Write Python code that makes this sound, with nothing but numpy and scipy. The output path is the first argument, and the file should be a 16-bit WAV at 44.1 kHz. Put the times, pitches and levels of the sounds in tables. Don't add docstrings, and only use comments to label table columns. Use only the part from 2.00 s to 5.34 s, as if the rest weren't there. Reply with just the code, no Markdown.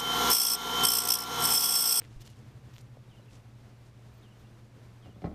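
import sys
import numpy as np
from scipy import signal
from scipy.fft import rfft, irfft
from scipy.io import wavfile

SR = 44100
rng = np.random.default_rng(int(sys.argv[2]) if len(sys.argv) > 2 else 0)


def unload_audio(sound):
    columns = np.transpose(np.atleast_2d(sound))
    steps = np.round(np.clip(columns, -1, 1) * 32767)
    wavfile.write(sys.argv[1], SR, steps.astype(np.int16))


def gain_from_decibels(decibels):
    exponent = np.asarray(decibels, float) / 20
    return 10 ** exponent


N = 147294


def time_axis():
    return np.arange(N) / SR


def unit_rms(x):
    return x / np.sqrt(np.mean(x ** 2) + 1e-20)


def drift(rate_hz):
    pole = np.exp(-80 * np.pi * rate_hz / SR)
    noise = rng.standard_normal(N // 40 + 2002)
    slow = signal.lfilter([1], [1, -2 * pole, pole * pole], noise)[2000:]
    return np.interp(np.arange(N) / 40, np.arange(len(slow)), unit_rms(slow))


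def ring(x, pitch_hz, t60_s):
    radius = gain_from_decibels(-60 / (t60_s * SR))
    angle = 2 * np.pi * min(pitch_hz, 0.45 * SR) / SR
    return signal.lfilter([0, np.sin(angle)], [1, -2 * radius * np.cos(angle), radius * radius], x + 1e-18)


def band_pass(x, low_hz, high_hz):
    return signal.sosfilt(signal.butter(2, [low_hz, high_hz], "band", fs=SR, output="sos"), x)


def struck(events):
    out = np.zeros(N)
    for start_s, level_db, pitch_hz, t60_s in events:
        i = int(start_s * SR)
        click = np.zeros(SR // 4)
        click[0] = gain_from_decibels(level_db)
        out[i:i + SR // 4] += ring(click, pitch_hz, t60_s)[:N - i]
    return out


# start_s, level_db (peak), pitch_hz
GRIT_GRAINS = [(0.0034, -52, 6300), (0.0036, -57, 10500), (0.0189, -60, 10300), (0.0189, -40, 2400),
               (0.0416, -48, 2300), (0.042, -55, 12300), (0.0507, -53, 5400), (0.0508, -46, 2200),
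               (0.1283, -57, 6600), (0.2189, -52, 10600), (0.219, -48, 6200), (0.2206, -46, 3100),
               (0.2208, -53, 10300), (0.2208, -45, 5600), (0.2233, -52, 6200), (0.2249, -51, 5700),
               (0.2628, -47, 6400), (0.2631, -54, 10000), (0.2674, -56, 11800), (0.2718, -56, 10500),
               (0.2735, -55, 11200), (0.2735, -50, 6400), (0.2739, -48, 3200), (0.2766, -52, 11000),
               (0.2767, -44, 3100), (0.2768, -43, 5800), (0.2785, -52, 5900), (0.3019, -48, 6200),
               (0.302, -49, 11700), (0.3342, -51, 3000), (0.3678, -57, 7400), (0.3704, -63, 11800),
               (0.3912, -54, 6100), (0.3999, -57, 6400), (0.4153, -63, 11000), (0.5114, -62, 9900),
               (0.5191, -64, 10400), (0.5209, -63, 10700), (0.7337, -53, 2600), (0.7368, -53, 5900),
               (0.74, -60, 12700), (0.74, -54, 5700), (0.74, -50, 3100), (0.7415, -59, 11800),
               (0.76, -49, 2600), (0.7646, -57, 11300), (0.7649, -41, 3200), (0.7825, -43, 3300),
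               (0.7825, -43, 6200), (0.7895, -52, 11500), (0.7895, -49, 6300), (0.8099, -59, 9700),
               (0.8101, -48, 6100), (1.3031, -60, 11400), (1.3095, -62, 10800), (1.3096, -52, 2700),
               (1.3318, -54, 5500), (1.3335, -61, 10200), (1.3337, -52, 6600), (1.3934, -59, 7200)]


def grit():
    cycles, gain_db = 6.5, 4
    return struck([(start_s, level_db + gain_db, pitch_hz, cycles / pitch_hz)
                   for start_s, level_db, pitch_hz in GRIT_GRAINS])


# start_s, level_db (peak), pitch_hz, t60_s
SOLE_KNOCKS = [(.017, -50, 478, 0.06), (.16, -36.5, 29.4, 0.19), (.585, -67, 510, 0.024),
               (.971, -40.5, 576, 0.012), (1.196, -49, 580, 0.028), (1.269, -57, 454, .03),
               (1.346, -64, 450, .03)]


def knocks():
    return struck(SOLE_KNOCKS)


# centre_s, length_s, level_db,
# pitch_hz
SOLE_SCUFFS = [(0.006, 0.16, -66, 2300), (0.14, 0.8, -73, 4060), (0.217, 0.03, -59, 4560),
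               (0.218, .03, -64, 10100), (0.266, 0.036, -61.5, 4700), (0.265, 0.02, -65, 11000),
               (0.308, 0.047, -69, 4970), (0.744, 0.024, -64, 3700), (0.7594, 0.0087, -58.5, 3730),
               (.762, 0.075, -71, 11000), (0.788, 0.047, -64, 3800), (0.812, 0.016, -65.5, 5450),
               (1.337, 0.091, -66, 4160), (1.87, 0.081, -74, 4370), (2.145, .025, -77, 14300),
               (2.178, .03, -75, 14400), (3.06, 0.037, -65.5, 1950), (3.222, 0.0078, -63, 2300),
               (3.256, 0.028, -71, 2970)]


def scuffs():
    grains_per_s, spread_db, half_width_octaves = 3500, 3.8, 0.9
    hit = rng.random(N) < grains_per_s / SR
    size = gain_from_decibels(spread_db * np.minimum(rng.exponential(1, N), 4))
    grains = hit * size * rng.choice([-1, 1], N)
    out = np.zeros(N)
    for centre_s, length_s, level_db, pitch_hz in SOLE_SCUFFS:
        wide = 2 ** min(half_width_octaves, np.log2(15800 / pitch_hz))
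        band = band_pass(grains, pitch_hz / wide, pitch_hz * wide)
        swell = np.exp(-2 * ((time_axis() - centre_s) / (length_s / 2)) ** 4)
        out += gain_from_decibels(level_db) * unit_rms(band) * swell
    return out


# pitch_hz, level_db, t60_s
PANEL_MODES = [(37.2, -18.5, 0.41), (72.7, -11, 0.52), (103, -6.5, 0.091), (176, -4.5, 0.16),
               (224, -9.5, 0.22), (294, -4, 0.076), (424, -3, 0.026), (578, -5, 0.049), (746, -3.5, 0.031),
               (1084, -17, 0.052), (1296, -15.5, 0.03), (2040, -11.5, 0.014), (2410, -23.5, 0.031),
               (4110, -17, 0.034)]
# start_s, level_db, rattle_length_s, contact_cutoff_hz
LATCH_CONTACTS = [(3.0572, -64, 0.083, 1220), (3.159, -68.5, 0.13, 1500), (3.2188, -61, 0.028, 6000),
                  (3.229, -57.5, 0.0087, 400), (3.2391, -46, 0.0083, 400), (3.242, -47.5, 0.029, 1800),
                  (3.247, -56, .014, 5000), (3.257, -55.5, 0.012, 4440), (3.265, -56.5, 0.019, 2500),
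                  (3.271, -53, 0.036, 1500), (3.279, -57.5, .012, 400), (3.291, -58, 0.031, 700),
                  (3.304, -64, 0.015, 1110), (3.313, -59, 0.14, 1200)]


def door():
    strike, panel_db = 6.0, -10.5
    force = np.zeros(N)
    for start_s, level_db, length_s, cutoff_hz in LATCH_CONTACTS:
        age = time_axis() - start_s
        decay = (age >= 0) * np.exp(-np.maximum(age, 0) / (length_s / 2))
        burst = rng.standard_normal(N) * decay
        burst[int(start_s * SR) + np.arange(4)] += strike
        force += gain_from_decibels(level_db) * signal.lfilter(*signal.butter(2, cutoff_hz, fs=SR), burst)
    panel = np.zeros(N)
    for k, (pitch_hz, level_db, t60_s) in enumerate(PANEL_MODES):
        panel += (-1) ** k * gain_from_decibels(level_db) * ring(force, pitch_hz, t60_s)
    crack = band_pass(force, 1800, 5000)
    return gain_from_decibels(panel_db) * panel + crack


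def whistle(points_s, pitch_hz, level_db):
    t = time_axis()
    level = gain_from_decibels(np.interp(t, points_s, level_db, -200, -200))
    phase = 2 * np.pi * np.cumsum(np.interp(t, points_s, pitch_hz)) / SR
    return np.sqrt(2) * level * np.sin(phase)


# after_start_s, pitch_hz, level_db
FIRST_NOTE = [(0, 3550, -8), (.011, 3880, -4), (.02, 3290, -2), (.05, 2840, 0), (.064, 2800, -4),
              (.08, 2780, -10)]
# after_start_s, pitch_hz, level_db
SECOND_NOTE = [(0, 3220, -9), (.005, 3120, 0), (.021, 2860, -1), (.033, 2930, -6), (.046, 2870, -14)]
# start_s, level_db (rms), extra_hook_db, second_start_s, second_level_db (rms)
CALL_TIMES = [(.197, -69, 1, .275, -69), (1.084, -69.5, 0, 1.166, -69), (2.219, -69, 5, 2.303, -71),
              (3.009, -67, -9, 3.096, -71)]
# start_s, length_s, from_hz, to_hz, level_db (rms)
LONE_NOTES = [(1.212, .03, 4050, 3880, -71), (1.28, .022, 2900, 2400, -69.5),
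              (2.394, .014, 14450, 14420, -70), (2.175, .012, 14000, 14400, -79),
              (2.138, .018, 11000, 10900, -82), (2.447, .016, 2850, 2750, -72),
              (2.465, .03, 3450, 3350, -74), (2.395, .025, 3600, 3400, -77), (3.14, .035, 3200, 3800, -75)]
# delay_s, level_db
HOUSE_ECHOES = [(.009, -12), (.016, -12), (.027, -15)]


def birds():
    first_s, first_hz, first_db = np.transpose(FIRST_NOTE)
    second_s, second_hz, second_db = np.transpose(SECOND_NOTE)
    out = np.zeros(N)
    for start_s, level_db, hook_db, start2_s, level2_db in CALL_TIMES:
        hook = hook_db * (first_hz > 3400)
        out += whistle(first_s + start_s, first_hz, first_db + level_db + hook)
        out += whistle(second_s + start2_s, second_hz, second_db + level2_db)
    swell_at, swell_db = np.array([[0, 0.25, 0.7, 1], [-15, 0, -2, -15]])
    for start_s, length_s, from_hz, to_hz, level_db in LONE_NOTES:
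        out += whistle(start_s + length_s * swell_at, np.linspace(from_hz, to_hz, 4), level_db + swell_db)
    out = out * gain_from_decibels(2.0 * drift(80.0))
    echoes = sum(gain_from_decibels(level_db) * np.roll(out, int(delay_s * SR)) for delay_s, level_db in HOUSE_ECHOES)
    return out + echoes


# pitch_hz, width_hz, level_db (rms at start), fade_db_per_s
ENGINE_ORDERS = [(129.5, 1.9, -52.5, 8.5), (107.3, 2.6, -55, 5.5), (67.7, 6.3, -64, 7.5),
                 (215.3, 2.8, -71, 1), (301.3, 29, -69, 10)]


def engine():
    out = np.zeros(N)
    for pitch_hz, width_hz, level_db, fade_db_per_s in ENGINE_ORDERS:
        t60_s = np.log(1000) / np.pi / width_hz
        noise = rng.standard_normal(N + SR)
        order = ring(ring(noise, pitch_hz, t60_s), pitch_hz, t60_s)[SR:]
        out += gain_from_decibels(level_db - fade_db_per_s * time_axis()) * unit_rms(order)
    return out


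# pitch_hz, level_db (rms)
HUM_TONES = [(118.4, -54.5), (209.9, -69)]


def hum():
    out = np.zeros(N)
    for pitch_hz, level_db in HUM_TONES:
        level = gain_from_decibels(level_db + 1.01 * drift(5.8))
        out += np.sqrt(2) * level * np.sin(2 * np.pi * pitch_hz * time_axis())
    return out


# pitch_hz, level_db (per Hz)
AIR_SPECTRUM = [(20, -7), (70, 2), (250, -6), (800, -15.5), (2000, -21.5), (6000, -30), (11000, -37.5),
                (15000, -40.5)]


def air():
    level_db, flicker_db = -57, 1
    pitch_hz, colour_db = np.transpose(AIR_SPECTRUM)
    f = np.maximum(np.fft.rfftfreq(N, 1 / SR), 1)
    colour = gain_from_decibels(np.interp(np.log(f), np.log(pitch_hz), colour_db))
    hiss = irfft(rfft(rng.standard_normal(N)) * colour, N)
    return gain_from_decibels(level_db + flicker_db * drift(7.7)) * unit_rms(hiss)


def scene():
    walker = grit() + knocks() + scuffs()
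    background = birds() + engine() + hum() + air()
    return (walker + door() + background)[None]


def roll_off(x):
    return signal.sosfilt(signal.butter(12, 15370, fs=SR, output="sos"), x)


def record(dry):
    mix = signal.sosfilt(signal.cheby2(12, 50, 15800, fs=SR, output="sos"), dry)
    return roll_off(mix)


dry = scene()
out = record(dry)
unload_audio(out)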